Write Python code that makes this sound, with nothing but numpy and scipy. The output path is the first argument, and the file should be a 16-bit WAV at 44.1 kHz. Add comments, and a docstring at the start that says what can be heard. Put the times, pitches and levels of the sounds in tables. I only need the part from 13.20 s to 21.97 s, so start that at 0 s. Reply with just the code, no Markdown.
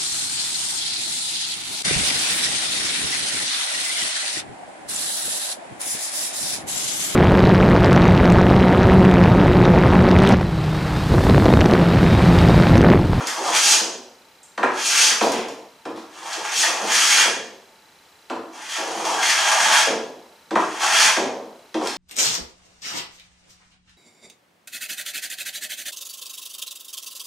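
"""In a small workshop a hand plane takes five push strokes, and starts a sixth, along a long oak board on a bench.
Bunched random fractures, shaped by effort and speed, hiss and rasp, and ring the iron, body, sole and board.
The shaving snaps at a pitch that follows the speed; noise bursts tick.
The board knocks and rattles at touches, drops and run-offs; moving reverberation answers the plane.
Behind it lie still air, a faint fan tone and a thin throbbing whine."""
import sys
import numpy as np
from scipy import signal
from scipy.fft import rfft, irfft, next_fast_len
from scipy.io import wavfile
from scipy.ndimage import uniform_filter1d

SR = 44100
rng = np.random.default_rng(int(sys.argv[2]) if len(sys.argv) > 2 else 0)


def bounce(signal):
    """Save signal as a 16-bit WAV file at the path given by the first command-line argument."""
    frames = np.transpose(np.atleast_2d(signal))
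    limited = np.clip(frames, -1, 1)
    pcm = np.round(limited * 32767).astype(np.int16)
    wavfile.write(sys.argv[1], SR, pcm)


N = 386757
T = np.arange(N) / SR
TOP_HZ = 15350

# plane body resonances: (frequency [Hz], width [Hz], level [dB])
PLANE_MODES = [(1130, 130, -6), (1615, 46, 4), (1697, 54, 3.5), (1802, 35, 4.5), (2142, 110, 1.5),
               (2425, 56, 3), (2657, 35, 3.5), (2980, 99, -17), (3218, 41, 4), (3280, 22, 11.5),
               (3150, 25, -14.5)]
# board resonances: (frequency [Hz], width [Hz], level [dB])
BOARD_MODES = [(141, 10.4, -15.5), (199.6, 37, -14.5), (257, 34.6, -10.5), (331.6, 33, 0.5),
               (395.7, 41.2, -0.5), (446, 65, -1.5), (537, 103, -3.5), (640, 81, -2.5), (768, 125, -3),
               (858, 90, -0.5), (960, 120, 1), (1198, 213, -1.5), (1367, 199, -1), (1800, 345, -3.5),
               (2620, 460, -6), (3280, 610, -15.5)]


def undb(db):
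    """Decibels to gain."""
    return 10 ** (np.asarray(db) / 20)


def unit(x):
    """Scale to rms 1."""
    return x / np.sqrt(np.mean(x ** 2))


def on_log(points, hz):
    """Read (Hz, value) points on a log-frequency axis."""
    f, value = np.transpose(points)
    return np.interp(np.log(hz + 1), np.log(f), value)


def colour(points, size=2048):
    """Minimum-phase response of unit energy with the given spectrum, by folding the cepstrum."""
    level_db = on_log(points, np.fft.rfftfreq(size, 1 / SR))
    cepstrum = irfft(np.log(undb(level_db)))
    cepstrum[1:size // 2] *= 2
    cepstrum[size // 2 + 1:] = 0
    h = irfft(np.exp(rfft(cepstrum)))
    return h / np.linalg.norm(h)


def ring(modes, size=8192):
    """Impulse response of unit energy: one damped sine a mode, with alternating signs."""
    t = T[:size]
    h = np.zeros(size)
    for k, (hz, width_hz, db) in enumerate(modes):
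        decay = np.exp(-np.pi * width_hz * t)
        h += (-1) ** k * undb(db) * width_hz * decay * np.sin(2 * np.pi * hz * t)
    return h / np.linalg.norm(h)


def through(x, h):
    """Pass a sound through a response."""
    return signal.oaconvolve(x, h)[:N]


def filtered(x, order, hz, kind="low"):
    """Butterworth filter."""
    return signal.sosfilt(signal.butter(order, hz, kind, fs=SR, output="sos"), x)


def walk(rate_hz):
    """Smooth random wander of rms 1."""
    k = int(SR / rate_hz)
    held = np.repeat(rng.standard_normal(N // k + 1), k)
    return unit(uniform_filter1d(held, k)[:N])


def slips(rate_hz, spread_db):
    """Random tiny fractures of uneven size and either sign, scaled to rms 1."""
    happens = rng.random(N) < rate_hz / SR
    sign = rng.choice([-1, 1], N)
    return unit(happens * sign * undb(spread_db * rng.standard_normal(N)))


def even(burst, size):
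    """Give a one-second burst unit energy and a level spectrum, smoothed over size half-hertz steps."""
    spectrum = rfft(burst, 2 * SR)
    power = uniform_filter1d(abs(spectrum) ** 2, size)
    burst = irfft(spectrum / np.sqrt(power))[:SR]
    return burst / np.linalg.norm(burst)


def background(whine_hz=4000, throb_hz=29.97):
    """Mid and side of still air (coloured noise); fan tone (ringing noise) and throbbing whine in the mid."""
    # (frequency [Hz], level [dB])
    air_spectrum = [(15, -64), (25, -21), (96, -6), (113, -10), (148, -4), (433, -2), (722, -3), (895, 0.5),
                    (1050, -5.5), (1140, -2.5), (3340, -7), (4040, -10.5), (4380, -8), (15500, -21)]
    air = undb(-54) * np.array([through(rng.standard_normal(N), colour(air_spectrum)) for _ in range(2)])
    fan = through(rng.standard_normal(N), ring([(898, 25, 0)]))
    throb = np.exp(4.5 * np.cos(2 * np.pi * throb_hz * (T - .02)))
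    whine = unit(throb * np.sin(2 * np.pi * whine_hz * T))
    air[0] += undb(-66) * fan + undb(-63.5) * whine
    return air


def room_tail(build_s=0.00091):
    """Dense reflections off the cluttered walls: noise decaying at a rate set by frequency; unit energy."""
    # (frequency [Hz], decay time to -60 dB [s])
    decay_times = [(150, 0.46), (500, 0.4763), (2000, 0.5266), (5500, 0.5456), (11000, 0.39)]
    hz, t, cells = signal.stft(rng.standard_normal(SR), SR, nperseg=256)
    decay = np.exp(-np.log(1000) * t / on_log(decay_times, hz)[:, None])
    tail = signal.istft(cells * decay, SR)[1][:SR]
    # many modes overlap, so the room favours no broad band
    return even(tail * (1 - np.exp(-T[:SR] / build_s)), size=70)


def room(x, count=5, turn_hz=3.3):
    """Crossfade round several tails: plane and worker keep moving, so the reflections keep changing."""
    place = 2 * np.pi * (turn_hz * T + 0.14 * walk(5))
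    shares = np.array([np.maximum(np.cos(place + 2 * np.pi * k / count), 0) for k in range(count)])
    shares /= np.linalg.norm(shares, axis=0)
    return sum(through(x * share, room_tail()) for share in shares)


def ticks(size=16384):
    """Ticks, crinkles and a tiny squeak of shaving and iron: decaying band-passed noise bursts."""
    # (time [s], relative level [dB], centre [Hz], width [octaves], decay [s])
    tick_rows = [(0.071, -7.5, 5300, 1.4, 0.0026), (1.23, -29, 7350, .45, 0.01),
                 (2.025, -6, 2780, 2.4, 0.029), (2.119, -10.5, 5060, 1.4, 0.0035),
                 (2.125, -7.5, 2230, 1.15, 0.059), (2.285, -23, 5760, 1, 0.0017),
                 (2.76, -24, 3000, 2, 0.039), (3.13, -12.5, 4900, 0.97, 0.0052),
                 (8.635, -27, 5200, 0.13, .04), (8.672, -8.5, 4300, 1.5, 0.0026)]
    out = np.zeros(N + size)
    for s, db, hz, octaves, decay_s in tick_rows:
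        crack = rng.standard_normal(size) * np.exp(-T[:size] / decay_s)
        half_width = 2 ** (octaves / 2)
        crack = filtered(crack, 2, [hz / half_width, min(hz * half_width, TOP_HZ)], "band")
        i = int(s * SR)
        out[i:i + size] += undb(db + 13.0) * crack / np.linalg.norm(crack)
    return out[:N]


def rattle(rattle_db, decay_s, gap_s=.015, scatter_db=1.5, chatter_hz=1100, count=32):
    """Dull, dying chatter of the board on the bench: unevenly spaced, low-passed blows."""
    lag_s = gap_s * (np.arange(count) + rng.uniform(0.596, 1.4, count))
    size = undb(rattle_db + scatter_db * rng.standard_normal(count)) * np.exp(-lag_s / decay_s)
    size *= rng.choice([-1, 1], count)
    blows = np.zeros(SR)
    np.add.at(blows, np.minimum(lag_s * SR, SR - 1).astype(int), size)
    return filtered(blows, 1, chatter_hz)


def knocks(landing_s=0.0019, scuff_s=0.008):
    """Blows and chatter ring board and bench, a scuff clicks; soft contact leaves only the low modes."""
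    # toe touches the board: (time [s], relative level [dB], contact softness [Hz], bench thud [dB])
    touch_rows = [(1.377, -10.5, 1630, -8.5), (2.653, -15.5, 1046, -4.5), (5.099, -12, 1120, -6.5),
                  (7.308, -10.5, 960, -3.5), (8.543, -8.5, 820, -6)]
    # whole sole drops flat: (time [s], relative level [dB], contact softness [Hz], bench thud [dB])
    drop_rows = [(0.002, -12.5, 1530, -8), (1.43, 0.5, 1520, -10), (2.772, -22.5, 1190, -5.5),
                 (7.355, 1.5, 1346, -13.5), (8.612, -7.5, 825, -16)]
    # plane runs off the end, board springs back:
    # (time [s], relative level [dB], contact softness [Hz], bench thud [dB])
    run_off_rows = [(0.604, -11.5, 660, -13), (2.009, 2.5, 755, -11.5), (4.052, -8.5, 676, -14),
                    (6.668, -2.5, 638, -13), (7.967, -1, 700, -12)]
    # what each kind of contact sets off: (rattle [dB], rattle decay [s], metal click [dB])
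    touch_contact = (0, 0.073, -13)
    drop_contact = (-6.5, 0.027, -19.5)
    run_off_contact = (-1.5, .11, -15)
    # low modes of the bench under the board: (frequency [Hz], width [Hz], level [dB])
    bench_modes = [(246, 42, -8), (271, 43, -4.5), (325.6, 34.3, 2.5), (378.3, 39.6, -1), (474, 29.3, -7)]
    # click spectrum: (frequency [Hz], level [dB])
    click_spectrum = [(100, -62), (1000, 6.5), (2500, 10), (4000, 3), (6500, -0.5), (9500, -10.5),
                      (11000, -18), (15000, -33)]

    force, thud, clicks = np.zeros((3, N))
    kinds = [(touch_rows, touch_contact), (drop_rows, drop_contact), (run_off_rows, run_off_contact)]
    events = [(*row, *contact) for rows, contact in kinds for row in rows]
    for s, db, soft_hz, thud_db, rattle_db, decay_s, click_db in events:
        # the long sole meets the wood over a few milliseconds
        landing = rng.standard_normal(SR) * T[:SR] * np.exp(-T[:SR] / landing_s)
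        blows = rattle(rattle_db, decay_s) + even(landing, size=300)
        push = undb(db) * filtered(blows, 3, soft_hz)
        # the steel sole lands with a short gritty scuff
        scuff = rng.standard_normal(SR) * np.exp(-T[:SR] / scuff_s)
        scuff *= undb(db + click_db) / np.linalg.norm(scuff)
        i = max(int(s * SR), 0)
        force[i:i + SR] += push[:N - i]
        thud[i:i + SR] += undb(thud_db) * push[:N - i]
        clicks[i:i + SR] += scuff[:N - i]
    board = undb(20.5) * through(force, ring(BOARD_MODES))
    bench = undb(23.0) * through(thud, ring(bench_modes))
    return board + bench + undb(20.5) * through(clicks, colour(click_spectrum))


def pushes(attack_db_per_s=300, release_db_per_s=800):
    """Effort and speed of the plane; the effort rises quickly before each push and collapses after it."""
    # one table a push, first bite until the iron leaves the wood: (time [s], effort [dB], speed [m/s])
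    push_1 = [(0, -31.5, 0.73), (0.077, -24, 0.78), (0.176, -30.5, 0.55), (0.317, -19.5, 0.61),
              (0.352, -15, 1.13), (0.451, -10.5, 2.09), (0.501, -3, 2.22), (0.55, -24, 0.56)]
    push_2 = [(1.555, -26.5, 0.64), (1.59, -27, 0.89), (1.657, -15, 2.16), (1.723, -18, 1.05),
              (1.853, -9, 1.7), (1.89, -15.5, 1), (1.919, -16.5, 0.6)]
    # nearly stalls halfway: (time [s], effort [dB], speed [m/s])
    push_3 = [(2.94, -42.5, 0.66), (3.061, -27, 0.64), (3.13, -27, 0.8), (3.18, -31.5, 0.52),
              (3.31, -26, 0.82), (3.386, -12, 2.34), (3.43, -15, 0.93), (3.479, -26, 0.54),
              (3.594, -28, 0.62), (3.643, -21, 0.5), (3.74, -15.5, 1.2), (3.878, -15, 1.16),
              (4.003, -11.5, 1.03), (4.035, -21.5, 0.72)]
    # slow and laboured: (time [s], effort [dB], speed [m/s])
    push_4 = [(5.33, -42, 0.58), (5.52, -26, 1.05), (5.585, -27, 0.58), (5.66, -29.5, 0.54),
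              (5.78, -26, 0.57), (5.85, -22, 0.59), (5.99, -20, 0.64), (6.05, -22, 0.99), (6.2, -18, 0.74),
              (6.36, -17.5, 0.68), (6.469, -16, 0.72), (6.521, -14.5, 0.8), (6.576, -13, 0.9),
              (6.62, -13, 0.69)]
    push_5 = [(7.41, -36, 0.92), (7.53, -32.5, 0.69), (7.626, -16.5, 0.67), (7.705, -17.5, 0.77),
              (7.808, -13, 1), (7.876, -13.5, 0.82), (7.902, -21.5, 0.6)]
    # only just begun: (time [s], effort [dB], speed [m/s])
    push_6 = [(8.621, -32.5, 0.53), (8.673, -26.5, 0.74), (8.761, -49.5, 0.93)]
    effort, speed = np.zeros(N), np.ones(N)
    for push in (push_1, push_2, push_3, push_4, push_5, push_6):
        s, db, m_per_s = np.transpose(push)
        before_s, after_s = np.maximum(s[0] - T, 0), np.maximum(T - s[-1], 0)
        fade_db = attack_db_per_s * before_s + release_db_per_s * after_s
        gain = undb(np.interp(T, s, db) - np.minimum(fade_db, 200))
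        speed = np.where(gain > effort, np.interp(T, s, m_per_s), speed)
        effort = np.maximum(effort, gain)
    return effort, speed


def response(speed, law):
    """Gain of one part of the cutting sound: a bell round its best speed, on a low plateau."""
    best, octaves, gain_db, rest_db = law
    bell = np.exp(-(np.log2(np.maximum(speed, 1e-3) / best) / octaves) ** 2)
    return undb(gain_db) * np.sqrt(bell + undb(rest_db) ** 2)


def hissing_shaving(drive):
    """Breaking fibres heard through the shaving."""
    # (frequency [Hz], level [dB])
    shaving_spectrum = [(1500, -28), (2400, -3.5), (3200, -1.5), (3800, -5), (4400, -1), (6700, 1.5),
                        (7300, -5), (9700, -9.5), (11000, -16.5), (14000, -25), (16000, -54)]
    return undb(-1.3) * through(slips(6000, spread_db=3.0) * drive, colour(shaving_spectrum))


def torn_fibres(drive):
    """Sparser tears rasp in the wood."""
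    # (frequency [Hz], level [dB])
    rasp_spectrum = [(200, -81), (600, -27.5), (1000, -3.5), (1300, 4), (1800, 3), (2200, 1), (3400, 1.5),
                     (4000, -8), (7000, -38)]
    return undb(0.5) * through(slips(2500, spread_db=3.5) * drive, colour(rasp_spectrum))


def ringing_iron(drive):
    """Jolts of the cutting edge ring the iron."""
    # (frequency [Hz], width [Hz], level [dB])
    iron_modes = [(3216, 34, -8), (4450, 120, -8), (4970, 39, -19), (5060, 45, -10), (5560, 29.24, -2),
                  (5930, 32, 4), (6700, 45, 0), (6515, 140, 0.5), (8040, 112.5, -14), (8090, 160, -1.5),
                  (9380, 140, -6)]
    return undb(-13.0) * through(slips(3000, spread_db=2.0) * drive, ring(iron_modes))


def ringing_body(drive):
    """Jolts of the cutting edge ring the cast body."""
    return undb(-2.5) * through(slips(1500, spread_db=0.5) * drive, ring(PLANE_MODES))


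def dragging_sole(drive):
    """The sole sticks and slips, ringing its modes."""
    # (frequency [Hz], width [Hz], level [dB])
    sole_modes = [(638, 55, -7), (786, 102, -6), (865.2, 30.7, 1.5), (941, 43, -2), (980, 96, -7),
                  (1198, 193, -12.5)]
    return undb(0.14) * through(slips(700, spread_db=1.0) * drive, ring(sole_modes))


def juddering_board(gain):
    """Sparse slips ring the board near a stall."""
    # (frequency [Hz], level [dB])
    judder_spectrum = [(30, -15), (130, -14.5), (205, 2.5), (270, 0), (380, -2), (500, 3), (750, -9),
                       (1500, -12)]
    board = through(slips(400, spread_db=3.5), ring(BOARD_MODES))
    return undb(3.1) * unit(through(board, colour(judder_spectrum))) * gain


def snapping_curl(speed, drive, snap_step_m=.00053, jitter=.2):
    """The shaving snaps at short uneven steps, a rough tone that follows the speed and rings the body."""
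    hz = speed / snap_step_m * (1 + jitter * walk(900))
    snapping = unit(walk(400) * np.sin(2 * np.pi * np.cumsum(hz) / SR)) * drive
    return snapping + undb(-8.5) * through(snapping, ring(PLANE_MODES))


def strokes():
    """Fibres break in bunches as the iron crosses the grain; the sole sticks and slips behind it."""
    # hiss, rasp, snap, drag, judder:
    # (best speed [m/s], range [octaves], gain [dB], share left at other speeds [dB])
    cut_laws = [(1.23, 0.48, -0.48, -5.5), (0.95, 0.49, -5, -15), (0.68, 0.38, -8, -26),
                (.35, 0.79, 0.86, -23), (0.39, .29, 6, -38)]
    effort, speed = pushes()
    # a fast plane hisses, a slower one rasps, then the sole drags, and near a stall the board judders
    hiss, rasp, snap, drag, judder = (effort * response(speed, law) for law in cut_laws)
    grain = unit(undb(2.15 * walk(260) + 2.0 * walk(45)))
    wood = hissing_shaving(grain * hiss) + torn_fibres(grain * rasp)
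    metal = ringing_iron(grain * hiss) + ringing_body(grain * rasp)
    friction = dragging_sole(grain * drag) + juddering_board(judder)
    return wood + metal + friction + snapping_curl(speed, grain * snap)


def scene():
    """The bench stands a few metres off: room louder than direct sound, bass nearly alike on both sides."""
    # (frequency [Hz], side gain [dB])
    side_width = [(60, -21.5), (130, -46), (260, -28), (520, -15), (1200, -7.5), (2500, -8), (8500, -9),
                  (11500, -29)]
    # a slim board radiates almost no deep bass
    dry = filtered(strokes() + knocks() + ticks(), 3, 130, "high")
    air_mid, air_side = background()
    wet = undb(-1.64) * dry
    mid = undb(-6.0) * dry + room(wet) + air_mid
    side = room(wet) + air_side
    size = next_fast_len(N)
    side_gain = undb(on_log(side_width, np.fft.rfftfreq(size, 1 / SR)))
    side = irfft(rfft(side, size) * side_gain, size)[:N]
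    return np.array([mid + side, mid - side])


def record(dry):
    """Clip at full scale, then cut the top with a steep low-pass."""
    lowpass = signal.ellip(10, .1, 80, TOP_HZ, fs=SR, output="sos")
    return signal.sosfilt(lowpass, np.clip(dry, -1, 1))


dry = scene()
out = record(dry)
bounce(out)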